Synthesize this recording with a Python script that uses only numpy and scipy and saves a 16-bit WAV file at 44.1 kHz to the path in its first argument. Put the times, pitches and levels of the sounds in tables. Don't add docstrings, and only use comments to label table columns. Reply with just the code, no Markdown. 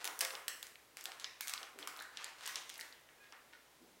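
import sys
import numpy as np
from scipy import signal
from scipy.fft import rfft, irfft
from scipy.io import wavfile

SR = 44100
rng = np.random.default_rng(int(sys.argv[2]) if len(sys.argv) > 2 else 0)


def dump_mix(stems):
    frames = np.atleast_2d(stems).T
    limited = np.clip(frames, -1, 1)
    pcm = np.round(limited * 32767).astype(np.int16)
    wavfile.write(sys.argv[1], SR, pcm)


N = 176400
TOP_HZ = 16050


def amp(db):
    return 10 ** (np.asarray(db) / 20)


def unit(x):
    return x / np.sqrt(np.sum(x ** 2) + 1e-30)


def read(points, hz):
    pitches, values = np.transpose(points)
    return np.interp(np.log(hz + 1), np.log(pitches + 1), values)


def add(mix, start_s, sound):
    at = round(start_s * SR)
    sound = sound[max(-at, 0):]
    part = mix[max(at, 0):][:len(sound)]
    part += sound[:len(part)]


def colour(x, hz, octaves, size=2048):
    f = np.maximum(abs(np.fft.fftfreq(size, 1 / SR)), 20)
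    log_gain = -(np.log2(f / hz) / (2 * octaves)) ** 2 - .5 * np.log(f / hz)
    log_gain = np.maximum(log_gain, -7) - 3 * (f > TOP_HZ + 600)
    response = np.exp(np.conj(signal.hilbert(log_gain)))
    taps = np.fft.ifft(response).real[:size // 2]
    return unit(signal.fftconvolve(x, taps))


def background(hum_hz=63.3):
    # pitch_hz, relative_level_db
    hiss_tone = [(80, -20), (125, -10), (200, -14.5), (260, -8), (450, -6), (900, -8.5), (1800, -11.5),
                 (3500, -14), (6400, -17.5), (16000, -21.5)]
    gain = amp(read(hiss_tone, np.fft.rfftfreq(N, 1 / SR)))
    hiss = irfft(rfft(rng.standard_normal(N)) * gain, N)
    hum = np.sin(2 * np.pi * hum_hz * np.arange(N) / SR)
    return np.sqrt(N) * (amp(-66) * unit(hiss) + amp(-88) * unit(hum))


def friction(strokes, direct_db=-7.5, room_db=-8, slips_per_s=900):
    out = np.zeros(N)
    sizes = rng.standard_normal(N) * amp(2 * np.minimum(rng.exponential(1, N), 4))
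    slips = sizes * (rng.random(N) < slips_per_s / SR)
    rubbing = unit(slips) + 0.49 * unit(rng.standard_normal(N))
    for start_s, length_s, db, hz, octaves in strokes:
        n = int(length_s * SR)
        swell = np.sin(np.pi * np.arange(n) / n)
        stroke = rubbing[max(int(start_s * SR), 0):][:n] * swell
        add(out, start_s, amp(db) * np.sqrt(n) * colour(stroke, hz, octaves))
    return amp([[direct_db], [room_db]]) * out


def paper_slides(low_hz=330):
    # start_s, length_s, relative_level_db, pitch_hz, width_octaves
    strokes = [(-.06, 0.11, -47, 2170, 1.09), (0.035, 0.095, -46.5, 1090, 0.69),
               (0.196, 0.07, -43, 1430, 0.84), (0.299, 0.09, -50, 985, 0.81),
               (1.04, 0.071, -52.5, 1080, 0.82), (1.083, 0.24, -60, 1540, 0.74),
               (1.438, 0.14, -52.5, 1450, 0.45), (1.59, 0.072, -52.5, 1240, 0.76),
               (1.795, 0.075, -53, 1700, 0.98), (1.951, 0.082, -50.5, 1490, 0.7),
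               (2.096, 0.26, -51.5, 2330, 0.9), (2.371, 0.2, -46.5, 2950, 0.89),
               (2.541, 0.072, -52.5, 1250, 0.98), (2.716, 0.2, -55.5, 2930, 1.45)]
    bass_cut = signal.butter(4, low_hz, "high", fs=SR, output="sos")
    return signal.sosfilt(bass_cut, friction(strokes))


def hand_scuffs():
    # start_s, length_s, relative_level_db, pitch_hz, width_octaves
    scuffs = [(.035, 0.03, -56.5, 385, 0.21), (1.735, 0.083, -57.5, 396, 0.41),
              (3.79, 0.085, -62, 317, 0.37)]
    return friction(scuffs, room_db=-5)


def snaps(events, bend_s=0.001105, fold_echo_ms=0.36, low_hz=800):
    out, t = np.zeros((2, N)), np.arange(SR // 75) / SR
    khz = np.fft.rfftfreq(len(t), 1 / SR) / 1000 + .1
    rise = 1 - np.exp(-t / 0.00028)
    fade = np.exp(-t / 0.00044) + amp(-7.5) * np.exp(-t / 0.0028)
    for start_s, db, hz, octaves, room_db in events:
        travel_s = bend_s * rng.uniform(0.486, 1.501) / np.sqrt(khz)
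        bounce = 1 + .3 * np.exp(-2j * np.pi * khz * fold_echo_ms * rng.uniform(0.52, 1.41))
        wave = np.exp(-2j * np.pi * np.cumsum(travel_s) * SR / len(t))
        crack = unit(irfft(bounce * wave))
        fractures = unit(rise * fade * rng.standard_normal(len(t)))
        add(out[0], start_s, amp(db) * colour(crack + amp(2) * fractures, hz, octaves))
        duller_crack = colour(crack, hz * 0.79, octaves)
        add(out[1], start_s, amp(db + room_db - 2.5) * duller_crack)
    return signal.sosfilt(signal.butter(2, low_hz, "high", fs=SR, output="sos"), out)


def crease_snaps():
    # start_s, energy_db, pitch_hz, width_octaves, relative_echo_db
    creases = [(0.044, -14.5, 6530, 1.2, 4.5), (0.0532, -14.5, 6000, 1.4, -7),
               (0.0755, -15, 4770, 1.25, -14), (0.2075, -8.5, 10000, 1.8, 1.5),
               (0.212, -8.5, 8000, 0.45, -3), (0.2495, -12.5, 4080, 1.03, -25),
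               (0.3059, -19.5, 3050, 0.61, -4), (0.3521, -19.5, 3230, 0.6, -1.5),
               (0.4812, -11.5, 10900, 1.21, -2.5), (0.6282, -19, 6460, 1.23, -1.5),
               (0.6683, -29, 5300, 0.84, -1), (0.7557, -30, 2680, 0.38, -6), (0.9703, -22.5, 4260, 1.2, 4),
               (1.0556, -15, 4430, 0.82, -2.5), (1.1185, -23.5, 3040, 0.9, 0),
               (1.1981, -25, 5160, 0.71, 6.5), (1.2437, -14, 3630, 0.52, -4),
               (1.4087, -14.5, 9000, 1.38, 1.5), (1.4732, -20, 8000, 0.98, -2),
               (1.4813, -16.5, 6760, 0.8, 5), (1.4957, -17, 6100, 1.05, -24),
               (1.5368, -12.5, 4700, 0.61, -3), (1.5776, -20, 4130, 0.25, -16),
               (1.6302, -22.5, 3700, 0.65, 1.5), (1.7885, -24, 4030, 1.4, 5),
               (1.8268, -22.5, 3420, 0.25, 1.5), (1.8742, -17, 4630, 1.4, 1.5),
               (2.1718, -18.5, 3900, 0.48, 1.5), (2.2436, -17.5, 5150, 0.68, -1.5),
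               (2.4622, -20, 7000, 0.41, -1), (2.4758, -16.5, 6040, 1.53, 2.5),
               (2.557, -13.5, 5440, 0.53, 1.5), (2.694, -24, 5330, 0.55, 3.5),
               (2.6993, -22.5, 4950, 1.03, -3), (2.8103, -21, 5060, 0.55, -8), (2.9255, -30, 4270, 0.23, 2)]
    return snaps(creases)


def paper_crinkle(ticks_per_s=60, scatter_db=2.5, hz=7000, octaves=0.58):
    # start_s, length_s, tick_energy_db
    runs = [(0.199, 0.01, -17), (0.214, 0.015, -15), (1.016, 0.03, -26.5), (1.964, 0.06, -29.5),
            (2.741, 0.095, -28.5)]
    ticks = []
    for start_s, length_s, db in runs:
        for tick_s in np.arange(start_s, start_s + length_s, 1 / ticks_per_s):
            late, size, pitch = rng.uniform(-1, 1, 3)
            at_s = tick_s + .5 * late / ticks_per_s
            ticks.append((at_s, db + scatter_db * size, hz * 2 ** pitch, octaves, 0))
    return snaps(ticks)


def paper_swings(fade_cycles=2.2, cream_loss_per_s=930, direct_db=-1.5):
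    # (pitch_hz, relative_energy_db)
    patches = [(0.212, [(1750, -17.5)]), (0.481, [(1850, -19), (2900, -20), (5300, -19), (8300, -22)]),
               (1.2437, [(1900, -24.5), (3800, -24), (5100, -22.5)]), (1.4076, [(2050, -22.5)]),
               (1.5369, [(1200, -24)]), (1.8737, [(1250, -22.5)]), (1.9915, [(4000, -24.5)]),
               (2.009, [(1650, -22)]), (2.4762, [(1150, -22.5), (1950, -26)]), (2.7933, [(1950, -22.5)])]
    out, t = np.zeros(N), np.arange(SR // 20) / SR
    for start_s, tones in patches:
        for hz, db in tones:
            swell = t * np.exp(-t * (hz / fade_cycles + cream_loss_per_s))
            add(out, start_s, amp(db) * unit(swell * np.sin(2 * np.pi * hz * t)))
    return amp([[direct_db], [0]]) * out


def ring(start_s, tones, rise_s=0.004):
    out, t = np.zeros(N), np.arange(SR) / SR
    rise = 1 - np.exp(-t / rise_s)
    for hz, db, fade_s in tones:
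        tone = np.sin(2 * np.pi * (hz * t + rng.random()))
        add(out, start_s, amp(db - 60 * t / fade_s) * rise * tone)
    return out


def sheet_ring():
    # pitch_hz, level_db, fade_s
    tones = [(529, -51.5, 0.82), (681, -50, 0.47)]
    return ring(start_s=0.212, tones=tones)


def knife_cut():
    # start_s, energy_db, pitch_hz, width_octaves, relative_echo_db
    crunches = [(3.0888, -36.5, 2180, 0.48, 3.5), (3.3236, -28.5, 2220, 0.75, 2.5)]
    # start_s, length_s, relative_level_db, pitch_hz, width_octaves
    slices = [(3.215, 0.074, -62, 2240, 0.63), (3.32, 0.042, -57.5, 1410, 0.44),
              (3.526, 0.02, -52, 2160, 0.7)]
    return snaps(crunches) + friction(slices)


def blade_ring():
    # pitch_hz, level_db, fade_s
    tones = [(1650, -61, 0.68), (2480, -63, 0.42)]
    return ring(start_s=3.2, tones=tones)


def reflections(gap_s=0.0051, early_db=3, early_s=0.028):
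    # pitch_hz, fade_s
    fade_times = [(200, 1.18), (800, 0.78), (5500, 0.54), (16000, 0.7)]
    # pitch_hz, relative_level_db
    echo_tone = [(200, -1.5), (600, -1), (1200, 4), (1900, 2.5), (2700, -0.5), (4000, -1), (7000, 1),
                 (16000, 0)]
    t = np.arange(SR) / SR
    echoes = rng.standard_normal(SR) * (rng.random(SR) < .25) * (t > gap_s)
    echoes *= amp(early_db * np.exp(-t / early_s))
    hz, time_s, bands = signal.stft(echoes, SR, nperseg=256)
    gain_db = read(echo_tone, hz)[:, None] - 60 * time_s / read(fade_times, hz)[:, None]
    return unit(signal.istft(bands * amp(gain_db), SR, nperseg=256)[1])


def kitchen_echo(x, spots=3, wander_per_s=1.68):
    turn = np.pi * wander_per_s * np.arange(N) / SR
    out = np.zeros(N)
    for spot in range(spots):
        share = np.cos(turn + np.pi * spot / spots)
        out += signal.fftconvolve(x * share, reflections())[:N]
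    return np.sqrt(2 / spots) * out


def scene():
    paper = paper_slides() + crease_snaps() + paper_crinkle() + paper_swings()
    direct, to_room = paper + knife_cut() + hand_scuffs()
    return (direct + kitchen_echo(to_room) + sheet_ring() + blade_ring() + background())[None]


def record(dry):
    treble_cut = signal.firwin(401, TOP_HZ, window=("kaiser", 8), fs=SR)
    return signal.oaconvolve(dry, treble_cut[None], "same")


dry = scene()
out = record(dry)
dump_mix(out)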